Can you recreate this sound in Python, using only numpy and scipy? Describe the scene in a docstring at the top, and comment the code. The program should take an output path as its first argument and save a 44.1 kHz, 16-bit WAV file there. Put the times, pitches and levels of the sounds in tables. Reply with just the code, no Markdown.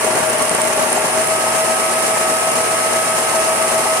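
"""Two vacuum motors roar and whine, beating against each other, over a rattle of plastic.
Their suction spins a toy-brick piston engine on a hard floor: air hisses through the valves and
chuffs with each stroke, loose pistons clatter and knock, and a few bricks click.
After a second a hand leaves the throttle and the motors speed up a little."""
import sys
import numpy as np
from scipy import signal
from scipy.fft import rfft, irfft
from scipy.io import wavfile

SR = 44100
rng = np.random.default_rng(int(sys.argv[2]) if len(sys.argv) > 2 else 0)


def wav_out(sig):
    """Save sig, one row per channel (or a flat mono array), as 16-bit PCM at SR to the path in sys.argv[1]."""
    wavfile.write(sys.argv[1], SR, np.round(np.clip(np.atleast_2d(sig).T, -1, 1) * 32767).astype(np.int16))


N = 176400
TIME = np.arange(N) / SR
BIN_HZ = np.arange(N // 2 + 1) * SR / N
RELEASE_S, TONE_LAG_S = .98, .23  # hand leaves the throttle; valves and ticks follow with this lag


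def from_db(db):
    return 10 ** (np.asarray(db) / 20)


def unit_rms(x):
    return x / np.sqrt(np.mean(x ** 2) + 1e-20)


def pan(db):
    """Stereo gains for a left-right level difference."""
    return from_db(np.array([[.5], [-.5]]) * db)


def per_bin(points):
    """(f/Hz, value) rows interpolated to every bin on a log axis."""
    hz, value = np.transpose(points)
    return np.interp(np.log(BIN_HZ + 1e-9), np.log(hz), value)


def settled(lag_s, start_s=RELEASE_S):
    """First-order step from 0 to 1."""
    return 1 - np.exp(-np.maximum(TIME - start_s, 0) / lag_s)


def burst(t, rise_s):
    """Swells to 1 at rise_s, then decays."""
    u = np.clip(t / rise_s, 0, 50)
    return u * np.exp(1 - u)


def tone(cycles):
    """Sine of rms 1."""
    return np.sqrt(2) * np.sin(2 * np.pi * cycles)


def ring(drive, hz, t60_s):
    """Two-pole resonator: a unit impulse starts a decaying unit sine."""
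    r, w = from_db(-60 / (t60_s * SR)), 2 * np.pi * hz / SR
    return signal.lfilter([0, np.sin(w)], [1, -2 * r * np.cos(w), r * r], drive + 1e-18)


def waver(depth_db, rate_hz):
    """Randomly wandering gain."""
    drift = irfft(rfft(rng.standard_normal(N)) / (1 + (BIN_HZ / rate_hz) ** 2), N)
    return from_db(depth_db * unit_rms(drift))


def standing_waves(depth_db=2.5, spacing_hz=14, low_hz=452, high_hz=7250):
    """Gain per bin: narrow random room peaks and dips, fading outside low_hz to high_hz."""
    heights = np.clip(rng.standard_normal(4096), -2, 2)
    peaks = np.interp(BIN_HZ / spacing_hz, np.arange(len(heights)), heights)
    band = BIN_HZ / np.hypot(BIN_HZ, low_hz) / np.hypot(1, (BIN_HZ / high_hz) ** 2)
    return from_db(depth_db * band * peaks)


def air_noise(spectrum):
    """Coloured noise with the room's stereo image; rms 1."""
    # left-right likeness: f/Hz, correlation before clipping
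    likeness = [(25, 3), (60, -5), (130, 6.5), (250, 0.4), (480, 1.1), (950, 0.16), (1900, 0.32),
                (3600, -0.44), (7500, 0)]
    # stereo balance: f/Hz, left-right/dB
    balance = [(120, 8), (350, 3.5), (800, 3.5), (1700, 0), (4000, 0), (5500, -2), (7000, 0), (9200, -2.5),
               (11500, 0)]
    mid, side = rfft(rng.standard_normal((2, N)))
    correlation = np.clip(per_bin(likeness), -.99, .99)
    stereo = np.sqrt(1 + correlation) * mid + np.sqrt(1 - correlation) * side * [[1], [-1]]
    shaped = stereo * standing_waves() * from_db(per_bin(spectrum)) * pan(per_bin(balance))
    return unit_rms(irfft(shaped, N))


def room(x, t60_s=.083, tail_db=3.5):
    """Adds a short diffuse tail, different in each ear."""
    t = TIME[:SR // 2]
    tail = rng.standard_normal((2, len(t))) * np.exp(-np.log(1000) * t / t60_s)
    tail /= np.sqrt(np.sum(tail ** 2, axis=1, keepdims=True))
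    return x + from_db(tail_db) * signal.fftconvolve(x, tail, axes=1)[:, :N]


def fan_roar(level_db=-21.5):
    """Steady rush of air through the fans."""
    # roar spectrum: f/Hz, relative level/dB
    roar_spectrum = [(25, -46), (70, -39), (110, -19), (170, -10.5), (300, -6), (400, -1.5), (600, -1),
                     (740, 4), (900, 2.5), (1200, -5.5), (1600, -2), (2100, -2.5), (3000, -7.5),
                     (4000, -15), (8000, -33), (15000, -34)]
    return from_db(level_db) * air_noise(roar_spectrum)


def vacuum_motors(ripple_hz=120):
    """Two whines, slightly apart in speed, with mains-ripple sidebands and hum."""
    # rotors: speed before release/Hz, after/Hz, left delay/s, right delay/s
    rotors = [(630.3, 640.1, .00015, 0), (635.63, 648.15, .00083, .00099)]
    # their fundamentals: level before/dB, after/dB, left-right before/dB, after/dB
    fundamentals = [(-25, -24.7, 7.5, 3), (-40, -27.8, 16, .5)]
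    # partials of each motor: harmonic, offset/ripples, level before/dB, after/dB, left-right/dB
    partials_a = [(1, -2, -42, -50, 3), (1, 1, -43, -34.5, 4.7), (1, 2, -39, -36.5, 1),
                  (2, -2, -45, -40, 4), (2, -1, -34, -37, 5.5), (2, 0, -42, -26.8, 3.3),
                  (2, 1, -35, -45, 0), (3, -2, -41, -41.5, -4), (3, 1, -42, -39.5, -1)]
    partials_b = [(2, 0, -48, -42, 1)]
    sags_hz = (0, .6)  # the second motor slows a touch late on
    out, released = np.zeros((2, N)), settled(lag_s=.14)
    for rotor, fundamental, sag_hz, partials in zip(rotors, fundamentals, sags_hz, (partials_a, partials_b)):
        slow_hz, fast_hz, *delays_s = rotor
        speed_hz = slow_hz + (fast_hz - slow_hz) * settled(lag_s=.27)
        speed_hz -= sag_hz * settled(lag_s=.08, start_s=2.9)
        turns = np.cumsum(speed_hz) / SR - speed_hz * np.array(delays_s)[:, None]
        db0, db1, pan0, pan1 = fundamental
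        gain = from_db(db0 + (db1 - db0) * released) * waver(depth_db=-2, rate_hz=16)
        out += gain * pan(pan0 + (pan1 - pan0) * released) * tone(turns)
        for harmonic, ripples, db0, db1, pan_db in partials:
            cycles = harmonic * turns + ripples * ripple_hz * TIME + rng.random()
            gain = from_db(db0 + (db1 - db0) * released) * waver(depth_db=.77, rate_hz=11)
            out += gain * pan(pan_db) * tone(cycles)
    for harmonic, hum_db in enumerate((-46, -41.5, -42.5), start=1):
        gain = from_db(hum_db) * waver(depth_db=1.2, rate_hz=3)
        out += gain * pan(db=6) * tone(harmonic * ripple_hz * TIME + rng.random())
    return out


def valve_flow(crank_hz=7.97, jitter_s=.003, scatter_db=5.5, rise_s=.0052):
    """One gulp of air per piston stroke, uneven in time and strength; rms 1."""
    # strokes in one crank turn: position/turns, relative level/dB
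    strokes = [(.05, -0.5), (0.19, -1), (0.33, 2.5), (0.472, -3.5), (0.597, 0.5), (0.779, 0)]
    flow = np.zeros(N)
    for turn in range(-1, int(N / SR * crank_hz) + 1):
        for position, db in strokes:
            start_s = (turn + position) / crank_hz + jitter_s * rng.normal()
            start = int(start_s * SR)
            span = slice(max(start, 0), max(start + SR // 10, 0))
            strength = from_db(db + scatter_db * rng.uniform(-1, 1))
            flow[span] += strength * burst(TIME[span] - start_s, rise_s)
    return unit_rms(flow)


def valves(flow, chuff_db=-29, hiss_db=-21.5, pulsing=.043):
    """Each gulp chuffs in the cylinders and swells the leak hiss; throttled: more chuff, less hiss."""
    # chuff and hiss spectra: f/Hz, relative level/dB
    chuff_spectrum = [(40, -48), (100, -17), (140, -16), (163, -1), (190, -11.5), (240, -1), (290, -7.5),
                      (420, -2.5), (800, -0.5), (1200, -5.5), (3000, -20.5), (9000, -47)]
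    hiss_spectrum = [(1500, -48), (3800, -29.5), (5200, -7), (6900, -12.5), (8200, -4.5), (9200, 1.5),
                     (10200, -2), (11200, -12.5), (12200, -18), (14000, -19.5), (15600, -40)]
    throttled = 1 - settled(TONE_LAG_S)
    swell = 1 - pulsing + pulsing * flow
    chuff = from_db(chuff_db + 5 * throttled) * flow * air_noise(chuff_spectrum)
    hiss = from_db(hiss_db - 2 * throttled) * swell * air_noise(hiss_spectrum)
    return chuff + hiss


def clatter(flow, taps_per_s=1500, level_db=-26):
    """Loose pistons and rods tap the bricks at a rate that scales with the flow."""
    # brick modes: f/Hz, relative level/dB, t60/s
    brick_modes = [(1156, -3.5, 0.041), (1630, -7, 0.0096), (2200, -5.5, 0.0077), (4320, 5.5, 0.0019),
                   (6430, 5, 0.0035), (7560, 4.5, 0.0049), (8140, -3, 0.011), (10630, 1.5, 0.0038),
                   (12170, -5.5, 0.0037)]
    hits = rng.random(N) < taps_per_s * flow / SR
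    taps = hits * from_db(-6.5 * np.minimum(rng.exponential(1, N), 3))
    ringing = sum(from_db(db) * ring(taps * rng.standard_normal((2, N)), hz, t60_s)
                  for hz, db, t60_s in brick_modes)
    return from_db(level_db) * unit_rms(room(ringing))


def throttle_ticks(ticks_per_s=90, share_after=.45, level_db=-24.5, spread_db=.2):
    """Fine crisp rattle that thins out once the hand lets go."""
    # tick spectrum: f/Hz, relative level/dB
    tick_spectrum = [(1500, -31), (3800, -14), (6000, -5), (8000, -7), (9200, 3), (10300, 4), (11500, -6),
                     (15500, -21)]
    rate_per_s = ticks_per_s * (1 + (share_after - 1) * settled(TONE_LAG_S))
    hits = rng.random(N) < rate_per_s / SR
    ticks = hits * from_db(level_db + spread_db * np.minimum(rng.exponential(1, N), 2))
    envelope = signal.fftconvolve(ticks, burst(TIME[:SR // 50], rise_s=.00076))[:N]
    return envelope * air_noise(tick_spectrum)


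def piston_knocks(t60_s=.011, frame_hz=410, frame_db=-11):
    """A loose piston judders against its cylinder, which rings hollowly over the frame's thud."""
    # knocks: t/s, peak before panning/dB, f/Hz
    knocks = [(.036, -18, 520), (.078, -15.5, 885), (.149, -15, 735), (0.335, -17, 760), (.533, -19, 415),
              (.581, -15, 880), (.7, -17.5, 835), (.772, -18, 730), (.863, -16, 920), (.965, -13, 780),
              (1.376, -17.5, 418), (1.453, -14, 880), (2.065, -20, 770), (2.155, -17, 915),
              (2.306, -18, 430), (2.722, -16, 770), (3.32, -16, 890), (3.495, -15, 780), (3.789, -18, 760),
              (3.848, -14, 880)]
    out, t = np.zeros(N + SR), TIME[:SR // 8]
    for start_s, db, hz in knocks:
        judder = rng.standard_normal(len(t)) * burst(t, rise_s=.009)
        cylinder = ring(np.diff(ring(judder, hz, t60_s / 2), prepend=0), hz, t60_s / 2)
        frame = ring(np.diff(judder, prepend=0), frame_hz, t60_s)
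        knock = unit_rms(cylinder) + from_db(frame_db) * unit_rms(frame)
        start = int(start_s * SR)
        out[start:start + len(t)] += from_db(db) * knock / np.abs(knock).max()
    return pan(db=3) * out[:N]


def brick_clicks(crack_db=-10.5):
    """Plastic snaps, mostly while throttled: a broad crack, then a very short ring."""
    # snaps: t/s, level/dB, left-right/dB, f/Hz
    snaps = [(.0464, -8.5, -5, 9120), (.1727, -13.5, -6, 9200), (.2988, -9.5, -5, 9120),
             (.4238, -6.5, -4, 9040), (.4945, -5.5, -2, 8700), (.5489, -7, -4, 9040), (.6171, -5, -4, 8600),
             (.6735, -10, -3, 9050), (.7732, -14, -4, 9730), (.9019, -11.5, -7, 9190),
             (.9284, -5, -7, 9090), (3.6256, -11, -4, 9150)]
    # crack spectrum: f/Hz, relative level/dB
    crack_spectrum = [(2000, -22), (5000, 1), (10500, 2), (12500, -12), (15000, -9)]
    out, crack_noise = np.zeros((2, N)), from_db(crack_db) * air_noise(crack_spectrum)
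    for start_s, db, pan_db, hz in snaps:
        t = TIME - start_s
        crack = burst(t, rise_s=.0004) * crack_noise
        ping = burst(t, rise_s=.00062) * np.sin(2 * np.pi * hz * t)
        out += from_db(db) * pan(pan_db) * (crack + ping)
    return out


def scene():
    mix = fan_roar() + vacuum_motors() + brick_clicks()
    flow = valve_flow()
    return mix + valves(flow) + clatter(flow) + throttle_ticks() + piston_knocks()


def record(dry, ceiling=.88, cutoff_hz=15650):
    """Soft peak limiting, then a steep low-pass."""
    rounded = dry / (1 + (dry / ceiling) ** 6) ** (1 / 6)
    return signal.sosfilt(signal.ellip(10, .1, 80, cutoff_hz, fs=SR, output="sos"), rounded)


dry = scene()
out = record(dry)
wav_out(out)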